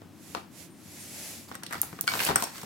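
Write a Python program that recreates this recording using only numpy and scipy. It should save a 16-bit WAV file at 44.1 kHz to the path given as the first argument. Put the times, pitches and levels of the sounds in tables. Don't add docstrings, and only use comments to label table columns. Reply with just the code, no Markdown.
import sys
import numpy as np
from scipy import signal
from scipy.fft import rfft, irfft
from scipy.io import wavfile

SR = 44100
rng = np.random.default_rng(int(sys.argv[2]) if len(sys.argv) > 2 else 0)


def file_out(sig):
    cols = np.atleast_2d(sig).T
    lim = np.clip(cols, -1, 1)
    pcm = np.round(lim * 32767).astype(np.int16)
    wavfile.write(sys.argv[1], SR, pcm)


N = 116865

BLOW_S, RING_S = .01, .5
RUMBLE_PAN_DB = 3


def undb(db):
    return 10 ** (np.asarray(db) / 20)


def unit(x):
    return x / np.sqrt(np.mean(x ** 2))


def pan(db):
    return unit(undb(np.array([[db], [-db]]) / 2))


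def noise(likeness, size=N):
    c = np.clip(likeness, -.99, .99)
    mid, side = rng.standard_normal((2, size))
    return np.sqrt((1 + c) / 2) * mid + np.sqrt((1 - c) / 2) * side * np.array([[1], [-1]])


def band(x, low_hz, high_hz):
    edges = [low_hz, min(high_hz, .47 * SR)]
    return signal.sosfilt(signal.butter(N=2, Wn=edges, btype="band", fs=SR, output="sos"), x)


def colour(x, points):
    hz, db = np.array(points).T
    f = np.fft.rfftfreq(N, 1 / SR)
    gain = undb(np.interp(np.log(f + 1), np.log(hz), db))
    return unit(irfft(rfft(x) * gain, N))


def age():
    return np.arange(int(RING_S * SR)) / SR


def fade(t60):
    return np.exp(-np.log(1000) * age() / t60)


def blow(x):
    return x / np.sqrt(np.mean(x[..., :int(BLOW_S * SR)] ** 2))


def burst(low_hz, high_hz, t60, likeness):
    decaying = noise(likeness, size=len(age())) * fade(t60)
    return blow(band(decaying, low_hz, high_hz))


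def tone(hz):
    right_lag_rad = 1.3 * np.array([[0], [1]])
    return np.sin(2 * np.pi * (hz * age() + rng.random()) - right_lag_rad)


def ring(modes):
    out = 0
    for hz, db, t60, left_right_db in modes:
        change_db = rng.uniform(-2.64, 3)
        detune = rng.uniform(-.00704, .008)
        mode = tone(hz * (1 + detune)) * fade(t60)
        out = out + undb(db + change_db) * pan(left_right_db) * mode
    return out


def add(out, s, x):
    i = max(int(s * SR), 0)
    out[:, i:i + x.shape[1]] += x[:, :N - i]


def swell(s, rise, fall):
    t = np.arange(N) / SR
    return np.exp(-((t - s) / np.where(t < s, rise, fall)) ** 2 / 2)


def grains(per_s, spread_db, t30):
    size_db = spread_db * np.clip(rng.standard_normal(N), -2, 2)
    clicks = (rng.random(N) < per_s / SR) * undb(size_db)
    power = signal.fftconvolve(clicks ** 2, fade(t30))[:N]
    return np.sqrt(np.abs(power))


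def room_rumble():
    # pitch_hz [Hz], density_db [dB per Hz]
    spectrum = [(25, -52), (45, -49), (70, -10.5), (97, 1), (125, -6), (170, 3.5), (240, -0.5), (320, 0),
                (450, -14), (800, -16), (1500, -20), (4000, -27), (15000, -33)]
    return undb(-50.5) * pan(RUMBLE_PAN_DB) * colour(noise(likeness=0.78), spectrum)


def room(x):
    # low_hz [Hz], high_hz [Hz], t60_s [s], level_db [dB against the direct sound], likeness [-1 to 1]
    tail_bands = [(104, 610, 0.19, -11, 0.52), (470, 2840, 0.32, -8.5, 0.092),
                  (2210, 5860, .3, -4.5, 0.085), (7000, 13500, 0.27, -14, 0.11)]
    onset_s = 0.0045
    build_up = 1 - np.exp(-(age() / onset_s) ** 2)
    tail = 0
    for low_hz, high_hz, t60, db, likeness in tail_bands:
        part = band(noise(likeness, size=len(age())), low_hz, high_hz) * fade(t60) * build_up
        click_rms = np.sqrt(2 * (high_hz - low_hz) / SR / len(age()))
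        tail = tail + undb(db) * unit(part) * click_rms
    return signal.fftconvolve(x, tail, axes=1)[:, :N]


def sleeve():
    # peak_s [s], rise_s [s], fall_s [s], level_db [dB], left_right_db [dB]
    strokes = [(.32, 0.085, 0.062, -50, -5), (0.609, 0.048, 0.042, -47, -7), (1.02, 0.13, 0.055, -46.5, -1),
               (1.25, .14, 0.12, -40.5, -0.5)]
    # pitch_hz [Hz], density_db [dB per Hz]
    cloth = [(200, -8), (600, 1.5), (1200, -8.5), (2100, 1), (3100, -3), (5500, 0.5), (7600, 1.5),
             (9200, -3), (10500, 2), (13500, -4.5), (16000, -11)]
    power = 0
    for s, rise, fall, db, left_right_db in strokes:
        power = power + (undb(db) * pan(left_right_db) * swell(s, rise, fall)) ** 2
    return np.sqrt(power) * colour(noise(likeness=0.38), cloth)


def rocking():
    # peak_s [s], width_s [s, standard deviation], level_db [dB]
    pushes = [(0.35, 0.018, -57), (1.764, 0.033, -47.5), (1.9, 0.098, -54), (2.162, 0.042, -47),
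              (2.326, 0.038, -43.5), (2.38, 0.07, -53)]
    # pitch_hz [Hz], density_db [dB per Hz]
    housing = [(25, -39), (50, -24), (80, 0.5), (140, -4.5), (240, 1), (330, -17), (600, -27), (2000, -37)]
    push = sum(undb(db) * swell(s, width, width) for s, width, db in pushes)
    return push * pan(RUMBLE_PAN_DB) * colour(noise(likeness=0.96), housing)


def tings():
    # start_s [s], level_db [dB]
    moments = [(0.704, -57), (1.0, -44.5)]
    out = np.zeros((2, N))
    for s, db in moments:
        add(out, s, undb(db) * tone(8890) * fade(0.3))
    return out


def scrapes_and_hisses():
    # peak_s [s], rise_s [s], fall_s [s], level_db [dB], low_hz [Hz], high_hz [Hz]
    strokes = [(.372, 0.021, 0.025, -54, 1500, 4200), (1.548, 0.0031, 0.006, -43, 900, 1900),
               (1.627, 0.0025, .004, -46, 950, 1800), (1.734, 0.017, 0.019, -38.5, 890, 2000),
               (2.24, 0.074, .028, -36.5, 10800, 15500), (2.394, 0.015, 0.017, -38.5, 1190, 1700),
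               (2.403, .002, 0.0054, -36, 11500, 15500)]
    grit = grains(per_s=1100, spread_db=3, t30=0.0095) * noise(likeness=.2)
    out = 0
    for s, rise, fall, db, low_hz, high_hz in strokes:
        out = out + undb(db) * swell(s, rise, fall) * unit(band(grit, low_hz, high_hz))
    return out


def effort(s):
    # time_s [s], level_db [dB against the hardest pull]
    pull = [(1.481, -20), (1.55, -24.5), (1.61, -35), (1.70, -22.5), (1.745, -16), (1.80, -16.5),
            (1.89, -18.5), (2.06, -25.5), (2.10, -7.5), (2.15, -3.5), (2.19, -4), (2.22, -1), (2.275, 0),
            (2.32, -9), (2.35, -15.5), (2.40, -6.5), (2.45, -13.5), (2.51, -17), (2.571, -11), (2.65, -16)]
    return undb(np.interp(s, *np.array(pull).T, left=-90))


def cutters():
    most_per_s, overtone_ratio, t60_s = 130, 1.53, 0.012
    low_hz, high_hz = 800, 6000
    out = np.zeros((2, N))
    for slot in np.arange(0, N / SR, 1 / most_per_s):
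        late, pitch, size, chance = rng.random(4)
        s = slot + late / most_per_s
        hz = low_hz * (high_hz / low_hz) ** pitch
        tick = tone(hz) + tone(hz * overtone_ratio)
        level_db = -46.25 + 11 * size
        if chance < effort(s) and s < N / SR:
            add(out, s, effort(s) * undb(level_db) * blow(tick * fade(t60_s)))
    return out


def dragged_chain():
    # pitch_hz [Hz], density_db [dB per Hz]
    rattle_spectrum = [(100, -3), (400, 1.5), (750, 8), (1400, 8.5), (2300, -22), (4500, 5), (8500, -27),
                       (10000, -11), (15500, -2.5)]
    # pitch_hz [Hz], density_db [dB per Hz]
    scrape_spectrum = [(100, -31), (400, 1), (1000, -2.5), (1900, 5.5), (3200, -2.5), (6300, -1),
                       (8200, 1.5), (9700, -6), (12000, 0), (15500, -9)]
    clicks = grains(per_s=200, spread_db=5.5, t30=.004) * noise(likeness=0.43)
    rattle = undb(-36.5) * colour(clicks, rattle_spectrum)
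    scrape = undb(-33.5) * pan(-1.5) * colour(noise(likeness=0.49), scrape_spectrum)
    return effort(np.arange(N) / SR) * (rattle + scrape)


def link(hz):
    t60_s, width_hz = .012, 1100
    buzz = burst(hz - width_hz / 2, hz + width_hz / 2, t60_s, likeness=-0.22)
    envelope = fade(t60_s) + undb(-29) * fade(.14)
    return blow(blow(tone(hz) * envelope) + undb(-7.5) * buzz)


def clinks():
    # start_s [s], crack_db [dB], low_ring_hz [Hz], low_ring_db [dB], high_ring_hz [Hz],
    # high_ring_db [dB], left_right_db [dB]
    snaps = [(1.8162, -24, 10110, -28.5, 12800, -28.5, 0.5), (2.01, -29, 10500, -38, 14500, -28, -2),
             (2.2504, -31, 9600, -32, 10700, -34, -10), (2.358, -28.5, 8260, -18.5, 8770, -22, -6),
             (2.358, -36, 5820, -36, 14200, -37, -3)]
    crack_low_hz, crack_high_hz = 7140, 16800
    out = np.zeros((2, N))
    for s, crack_db, low_hz, low_db, high_hz, high_db, left_right_db in snaps:
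        crack = burst(crack_low_hz, crack_high_hz, t60=.008, likeness=0.042)
        shiver = undb(-11.5) * burst(crack_low_hz, crack_high_hz, t60=0.15, likeness=0.49)
        rings = undb(low_db) * link(low_hz) + undb(high_db) * link(high_hz)
        add(out, s, pan(left_right_db) * (undb(crack_db) * (crack + shiver) + rings))
    return out


def bar_taps():
    # start_s [s], level_db [dB]
    taps = [(2.0772, -17.5), (2.088, -26.5)]
    # pitch_hz [Hz], level_db [dB], t60_s [s], left_right_db [dB]
    bar_modes = [(1400, -1, 0.026, 5), (1540, -1.5, 0.026, 6), (2250, -6, 0.115, -8),
                 (3080, -0.5, 0.012, -8), (4370, 0, 0.012, -4), (4960, -1, 0.012, -5),
                 (7150, -23, 0.076, -2), (9000, -22, .1, 9)]
    out = np.zeros((2, N))
    for s, db in taps:
        add(out, s, undb(db) * ring(bar_modes))
    return out


def knocks():
    # start_s [s], thud_db [dB], clack_db [dB], clack_centre_hz [Hz],
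    # rasp_db [dB], tick_db [dB], left_right_db [dB]
    contacts = [ (.018, -50, -52, 920, -63, -76, -3), (0.349, -40, -31.5, 1060, -38, -52, 1),
                (.361, -44, -45, 746, -63, -66, 0), (0.3698, -45, -39, 970, -62, -68, 2),
                (.375, -43, -44, 705, -69, -66, -4), (1.5141, -45, -39.5, 1190, -55, -61, -5.5),
                (1.5231, -55, -54.5, 1100, -53, -64, 2), (1.544, -63, -62, 1290, -55, -56, -1),
                (1.5526, -50.5, -41, 1570, -53, -43.5, 0), (1.634, -52, -42.5, 1310, -43, -41.5, 2.5),
                (1.6642, -60, -57, 1810, -41, -46.5, 0.5), (1.7086, -48.5, -43, 1500, -57, -53, 3),
                (1.726, -58, -43, 1470, -47, -41, -1), (1.7325, -49, -38, 1470, -49, -41, 8),
                (1.7435, -49.5, -38, 1400, -48, -50, -14), (1.753, -43.5, -40.5, 1210, -48, -53, 2),
                (1.8308, -46.5, -39.5, 970, -47, -55, 0), (1.9285, -43.5, -45.5, 1320, -58, -65, 2.5),
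                (1.989, -49, -41, 1400, -52.5, -72, -2.5), (2.04, -45.5, -50.5, 600, -50, -78, 5),
                (2.071, -54, -45, 1510, -51, -41, 2), (2.077, -53, -32.5, 1470, -33.5, -36.5, 2),
                (2.0872, -64, -39, 1450, -42, -45, 5), (2.0963, -53, -60, 1200, -49, -39.5, 13),
                (2.118, -61, -33.5, 980, -38, -56, 0), (2.137, -39.5, -29.5, 1200, -34.5, -57, -0.5),
                (2.153, -42, -35, 1180, -44, -40, -2), (2.1725, -44, -40, 696, -48, -52, 2),
                (2.1921, -45, -30.5, 2300, -42, -45, -7), (2.2025, -46, -28.5, 1480, -34.5, -40, -7),
                (2.2074, -43, -32.5, 1940, -50, -43, 4), (2.2165, -41, -36, 1100, -40, -44, 3),
                (2.2354, -50, -39, 1900, -42, -39, -4), (2.2649, -47, -30, 2440, -43, -37, 2),
                (2.2707, -50, -38, 1900, -37, -38, -3), (2.2886, -33.5, -23.5, 1050, -35, -45, 6),
                (2.2957, -35, -33, 890, -39, -40, -4), (2.3029, -30, -27.5, 760, -41, -51, 2),
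                (2.31, -37, -30, 1210, -41, -54, -2), (2.318, -41, -37, 1100, -48, -57, 2),
                (2.3578, -37, -22, 1130, -42, -27, 0), (2.3646, -42.5, -48, 910, -38.5, -48, 4),
                (2.4233, -39.5, -31, 930, -35, -31.5, 0.5), (2.434, -48, -32.5, 900, -45, -39.5, 2),
                (2.4389, -43.5, -60, 1110, -40.5, -30.5, -0.5), (2.4703, -51, -42, 1090, -57, -49, -5),
                (2.581, -49, -49, 1200, -48, -48, 0), (2.615, -60, -54, 1050, -55, -48, 0),
                (2.6322, -40.5, -44, 875, -52, -47.5, 1)]
    # low_hz [Hz], high_hz [Hz], t60_s [s],
    # left_right_db [dB, added to the contact's own], likeness [-1 to 1]
    parts = [(116, 510, 0.048, 2, 0.97), (2350, 5340, 0.018, -3, 0.067), (5730, 13100, 0.02, -1.5, 0.1)]
    # pitch_hz [Hz], level_db [dB against the clack], t60_s [s], left_right_db [dB]
    body_modes = [(510.6, -20, 0.18, 23), (558, -13.5, 0.08, -2), (707, -12, 0.14, 13),
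                  (782, -13.5, 0.21, -1), (994, -28, 0.15, 17), (1073, -19, 0.11, 7),
                  (1138, -19, 0.15, 2.5), (1400, -21, 0.15, -5), (1530, -19.5, 0.22, 13),
                  (1868, -18.5, 0.18, -2), (2290, -21, 0.15, -8), (2570, -25, 0.18, 2)]
    # pitch_hz [Hz], level_db [dB against the tick], left_right_db [dB]
    chain_modes = [(4420, -16, 0), (5460, -9, 12), (8350, -7.5, -3), (8940, -9, -4)]
    chain = [(hz, db, .1, left_right_db) for hz, db, left_right_db in chain_modes]
    half = 2 ** (0.87 / 2)
    out = np.zeros((2, N))
    for s, thud_db, clack_db, clack_hz, rasp_db, tick_db, left_right_db in contacts:
        hit = 0
        for db, (low_hz, high_hz, t60, lean_db, likeness) in zip((thud_db, rasp_db, tick_db), parts):
            hit = hit + undb(db) * pan(left_right_db + lean_db) * burst(low_hz, high_hz, t60, likeness)
        clack = burst(clack_hz / half, clack_hz * half, t60=0.027, likeness=0.02)
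        clack = pan(left_right_db + 4.5) * clack
        add(out, s, hit + undb(clack_db) * (clack + ring(body_modes)) + undb(tick_db) * ring(chain))
    return out


def scene():
    contact = knocks() + bar_taps() + clinks() + cutters() + dragged_chain() + scrapes_and_hisses() + tings()
    return contact + room(contact) + rocking() + sleeve() + room_rumble()


def record(dry):
    clipped = np.clip(dry, -.85, .85)
    return signal.sosfilt(signal.ellip(10, .2, 80, 15900, fs=SR, output="sos"), clipped)


dry = scene()
out = record(dry)
file_out(out)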